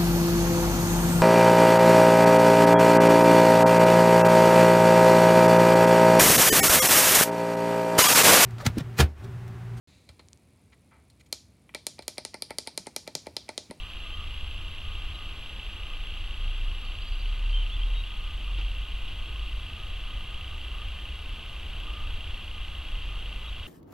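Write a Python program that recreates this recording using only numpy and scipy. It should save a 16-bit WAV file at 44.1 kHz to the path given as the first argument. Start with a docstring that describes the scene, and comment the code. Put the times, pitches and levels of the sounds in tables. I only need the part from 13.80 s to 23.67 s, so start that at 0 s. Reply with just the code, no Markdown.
"""Camera running in a quiet shed

Under the roof of a wooden shed, heard from the camera's own stereo microphone.
Right at the microphone the works whirr in the case and ping once a frame, over a bed of hiss.
The timber gives a few soft knocks. From outside, through the boards, come a low traffic rumble,
a distant engine slowly speeding up, and the chirps of small birds."""
import sys
import numpy as np
from scipy import signal
from scipy.fft import rfft, irfft
from scipy.io import wavfile

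SR = 44100
rng = np.random.default_rng(int(sys.argv[2]) if len(sys.argv) > 2 else 0)


def transcribe(u):
    """Save the signal u as a 16-bit wav file named by the first command-line argument.

    u: samples, shape (n,) or (channels, n), limited to [-1, 1]; the rate is SR.
    q: integer samples, one column per channel.
    """
    v = np.clip(np.atleast_2d(u).T, -1, 1)
    q = np.round(v * 32767).astype(np.int16)
    wavfile.write(sys.argv[1], SR, q)


N = 435266
TIME = np.arange(N) / SR
BIN_HZ = np.maximum(np.fft.rfftfreq(N, 1 / SR), 1)
FRAME_HZ = 29.4953

# resonances of the camera case: pitch_hz, width_hz, density_db
CASE_MODES = [(1072, 60, -82), (1511, 89, -84), (2053, 183, -84), (2437, 290, -80), (2712, 230, -74.5),
              (2800, 290, -77), (3123, 203, -73), (3330, 194, -74), (3777, 410, -82.5), (4344, 320, -88.5),
              (4680, 180, -92), (5280, 780, -102), (5880, 270, -103), (6250, 390, -102)]


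def from_db(db):
    """Decibels to gain."""
    return 10 ** (np.asarray(db) / 20)


def arch(progress):
    """A smooth rise and fall as progress goes from 0 to 1."""
    return np.sin(np.pi * np.clip(progress, 0, 1))


def resonance(hz, width_hz):
    """Gain of a steep-sided resonance, 1 on top."""
    return 1 / (1 + (2 * (BIN_HZ - hz) / width_hz) ** 2)


def noise(gain):
    """Noise whose density per Hz follows the gain."""
    return irfft(rfft(rng.standard_normal(N)) * gain, N) * np.sqrt(SR / 2)


def coloured_noise(spectrum):
    """Noise whose spectrum runs through the given points."""
    hz, db = np.transpose(spectrum)
    return noise(from_db(np.interp(np.log(BIN_HZ), np.log(hz), db)))


def resonant_noise(modes):
    """Noise that excites each resonance of a body on its own."""
    power = sum((from_db(db) * resonance(hz, width)) ** 2 for hz, width, db in modes)
    return noise(np.sqrt(power))


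def waver(rate_hz):
    """Slow random wavering up to the given rate; spread 1."""
    slow = noise(1 / (1 + (BIN_HZ / rate_hz) ** 4))
    return slow / slow.std()


def note(start_s, length_s, middle_hz, glide_hz, db, bend=0):
    """A near-sine note that glides through its middle pitch; both ends sag by the share bend."""
    progress = np.clip((TIME - start_s) / length_s, 0, 1)
    hz = middle_hz * (1 - bend * (2 * progress - 1) ** 2) + glide_hz * (progress - .5)
    return from_db(db) * arch(progress) ** .5 * np.sin(2 * np.pi * np.cumsum(hz) / SR)


def microphone_hiss(shared_power=.68):
    """The microphone's own noise, partly common to the two channels."""
    # noise floor: frequency_hz, density_db
    floor = [(200, -120), (1000, -107), (2000, -101), (4000, -101), (5200, -104), (7000, -103.7),
             (10000, -103.3), (13000, -105.7), (15700, -107.8)]
    common = coloured_noise(floor)
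    separate = np.array([coloured_noise(floor), coloured_noise(floor)])
    return np.sqrt(shared_power) * common + np.sqrt(1 - shared_power) * separate


def far_traffic(drone_rise_hz_per_s=3.2):
    """Far traffic: a swelling bass rumble with passing drones, under a soft wash."""
    # rumble through the boards: frequency_hz, density_db
    rumble_spectrum = [(10, -54.5), (22, -50.5), (35, -52), (48, -54.5), (66, -60), (76, -58.5),
                       (90, -63.5), (102, -68.5), (160, -84), (400, -104), (2000, -140)]
    # wash of traffic and air: frequency_hz, density_db
    wash_spectrum = [(100, -82), (200, -80), (270, -84), (315, -81.5), (390, -86), (900, -86),
                     (1750, -88.5), (2300, -91.5), (5000, -114), (9000, -135)]
    # slow swell of the outdoors: time_s, rumble_gain_db, wash_gain_db
    swell = [(0, -2, -0.5), (.8, 2.5, -0.5), (1.8, -2, 0), (3, 0, -.5), (4.5, 0.5, -0.7), (5.7, -0.5, -0.5),
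             (6.5, 1.5, 0.5), (7.5, -1, 0.5), (8.2, 2, 1.5), (8.8, 0, 0.2), (9.87, 0, 1.5)]
    # brief low drones: start_s, length_s, pitch_hz, level_db
    drone_notes = [(0.452, 0.46, 76.5, -43), (2.552, 0.56, 75.5, -45), (6.646, 0.89, 60, -39.5),
                   (7.957, 1.13, 83, -44.5), (8.895, 0.86, 44.4, -33.5)]
    time_s, rumble_db, wash_db = np.transpose(swell)
    rumble = from_db(np.interp(TIME, time_s, rumble_db)) * coloured_noise(rumble_spectrum)
    wash = from_db(np.interp(TIME, time_s, wash_db)) * coloured_noise(wash_spectrum)
    drones = sum(note(start, length, hz, drone_rise_hz_per_s * length, db)
                 for start, length, hz, db in drone_notes)
    return rumble + wash + drones


def distant_engine(start_hz=26.43, octaves_per_s=.26, second_db=-25, throb_hz=8, throb_db=1.0):
    """An engine speeds up; only its firing tone and a faint second harmonic get through the walls."""
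    # the sound arrives in waves: start_s, length_s, level_db
    waves = [(2.05, 0.57, -35.5), (2.502, 0.58, -28), (3.05, 0.55, -31), (3.346, 0.65, -24.5),
             (3.908, .41, -25), (4.52, .48, -28), (4.878, 0.43, -31), (5.404, 0.43, -34.5)]
    firing_hz = start_hz * 2 ** (octaves_per_s * (TIME - waves[0][0]))
    phase = 2 * np.pi * np.cumsum(firing_hz) / SR
    tone = np.sin(phase) + from_db(second_db) * np.sin(2 * phase)
    swells = [from_db(db) * arch((TIME - start) / length) ** .58 for start, length, db in waves]
    throb = from_db(throb_db * waver(throb_hz))
    return np.sqrt(2) * np.max(swells, axis=0) * throb * tone


def birds(chip_s=.0325, lower_voice_ratio=.872, flutter_hz=60, flutter_db=3.0):
    """Two birds outside: fluttering whistles, and quick chips sung with both sides of the syrinx."""
    # first bird: start_s, length_s, pitch_hz, glide_hz, level_db
    whistles = [(0.317, 0.04, 3130, 90.5, -40.5), (1.34, .025, 3920, 80, -47),
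                (3.727, 0.073, 3146, -30, -33), (3.792, 0.049, 3060, -210, -40.5),
                (3.913, 0.047, 3430, 170, -38.5), (4.012, 0.03, 3170, 160, -37.5),
                (4.148, 0.068, 3800, 70, -44.5), (4.245, 0.055, 3420, 90, -47),
                (7.169, 0.047, 3155, 19.5, -43), (9.676, 0.019, 3840, -60, -45.5)]
    # second bird: middle_s, upper_pitch_hz, level_db
    chips = [(3.058, 4490, -54), (3.118, 4580, -60), (3.16, 4550, -60), (3.22, 4630, -55),
             (3.278, 4660, -56), (3.334, 4640, -55), (3.408, 4630, -52), (3.486, 4540, -55),
             (3.708, 4640, -58)]
    song = sum(note(*whistle, bend=.01) for whistle in whistles)
    for middle_s, upper_hz, db in chips:
        for hz in (upper_hz, upper_hz * lower_voice_ratio):
            song += note(middle_s - chip_s / 2, chip_s, hz, glide_hz=80, db=db, bend=.028)
    flutter = noise(resonance(flutter_hz, width_hz=flutter_hz))
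    return song * from_db(flutter_db * flutter / flutter.std())


def garden_echoes(direct, t60_s=.55, wet_db=-10):
    """The garden and the shed walls add a diffuse tail."""
    tail = rng.standard_normal(SR // 2) * from_db(-60 * TIME[:SR // 2] / t60_s)
    return direct + from_db(wet_db) * signal.fftconvolve(direct, tail / np.linalg.norm(tail))[:N]


def timber_knocks(t60_s=.19, rise_s=.003):
    """The shed's timber settles with soft, gritty knocks that die away."""
    # knocks: start_s, gain_db
    knocks = [(4.783, -1.5), (5.275, -6), (8.485, -12)]
    # resonances of the wood: pitch_hz, width_hz, density_db
    timber_modes = [(322, 62, -65), (500, 130, -81), (801, 170, -72), (1451, 300, -77.5),
                    (2960, 1000, -65.5), (4400, 600, -86)]
    envelope = np.zeros(N)
    for start_s, db in knocks:
        age_s = np.maximum(TIME - start_s, 0)
        envelope += np.minimum(age_s / rise_s, 1) * from_db(db - 60 * age_s / t60_s)
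    return resonant_noise(timber_modes) * envelope


def frame_ticks(highpass_hz=9000, uneven_db=1.2):
    """The camera's frame clock leaks into the sound as a faint, thin buzz."""
    # electrical ticks around the onset of each ping: offset_s, level_db
    ticks = [(-.00157, -39), (-.00095, -39.5), (-.00033, -42)]
    frame_starts_s = np.arange(1, int(N / SR * FRAME_HZ)) / FRAME_HZ
    clicks = np.zeros(N)
    for offset_s, db in ticks:
        at = np.round((frame_starts_s + offset_s) * SR).astype(int)
        clicks[at] += from_db(db + uneven_db * rng.standard_normal(len(at)))
    return signal.sosfilt(signal.butter(1, highpass_hz, "high", fs=SR, output="sos"), clicks)


def camera_whirr(ring_hz=1214, ring_width_hz=118, ring_db=-60, flutter_hz=6, flutter_db=2.0):
    """The works whirr steadily in the case, while one resonance flutters and now and then surges."""
    # surges of that resonance: middle_s, length_s, rise_db
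    surges = [(0.38, 0.18, 8), (1.353, .25, 6), (3.05, .13, 5.5), (6.75, 1, 2), (8.17, 0.43, 5),
              (9.36, .22, 5.5)]
    surge_db = sum(db * arch((TIME - middle) / length + .5) for middle, length, db in surges)
    ring = noise(resonance(ring_hz, ring_width_hz))
    steady = resonant_noise(CASE_MODES)
    ring_gain = from_db(ring_db + surge_db + flutter_db * waver(flutter_hz))
    return steady + ring_gain * ring / ring.std()


def actuator_pings(ping_hz=2850, ping_db=-33.5, uneven_db=.5, rebound_db=-18):
    """Once a frame a small actuator close to the microphone gives a short ping and a weak rebound."""
    length_s, lead_s, rebound_s = .0046, .0013, .0032
    frame, fraction = np.divmod((TIME + lead_s) * FRAME_HZ, 1)
    age_s = fraction / FRAME_HZ
    strengths = from_db(ping_db + uneven_db * rng.standard_normal(int(frame[-1]) + 1))
    strike = arch(age_s / length_s) ** 2
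    rebound = from_db(rebound_db) * arch((age_s - rebound_s) / length_s)
    return strengths[frame.astype(int)] * (strike + rebound) * np.sin(2 * np.pi * ping_hz * age_s)


def scene(case_side_db=-25):
    """The camera up close, the shed around it and the outdoors beyond the boards."""
    camera = camera_whirr() + actuator_pings() + frame_ticks()
    # the case shakes each microphone port a little differently
    case_side = from_db(case_side_db) * resonant_noise(CASE_MODES) * np.array([[1], [-1]])
    shed = timber_knocks()
    outdoors = far_traffic() + distant_engine() + garden_echoes(birds())
    return camera + case_side + shed + outdoors + microphone_hiss()


def record(dry, lag_s=.000026, lag_above_hz=1900, mono_below_hz=1650, cutoff_hz=15700):
    """The right microphone leads slightly, the image narrows to mono in the bass, the top is cut."""
    half_phase = np.pi * BIN_HZ * lag_s / (1 + (lag_above_hz / BIN_HZ) ** 6)
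    left, right = rfft(dry) * np.exp(1j * half_phase * np.array([[-1], [1]]))
    mid = (left + right) / 2
    side = (left - right) / 2 / np.sqrt(1 + (mono_below_hz / BIN_HZ) ** 20)
    lowpass = np.clip((cutoff_hz - BIN_HZ) / 100 + .5, 0, 1)
    return irfft(np.array([mid + side, mid - side]) * lowpass, N)


dry = scene()
out = record(dry)
transcribe(out)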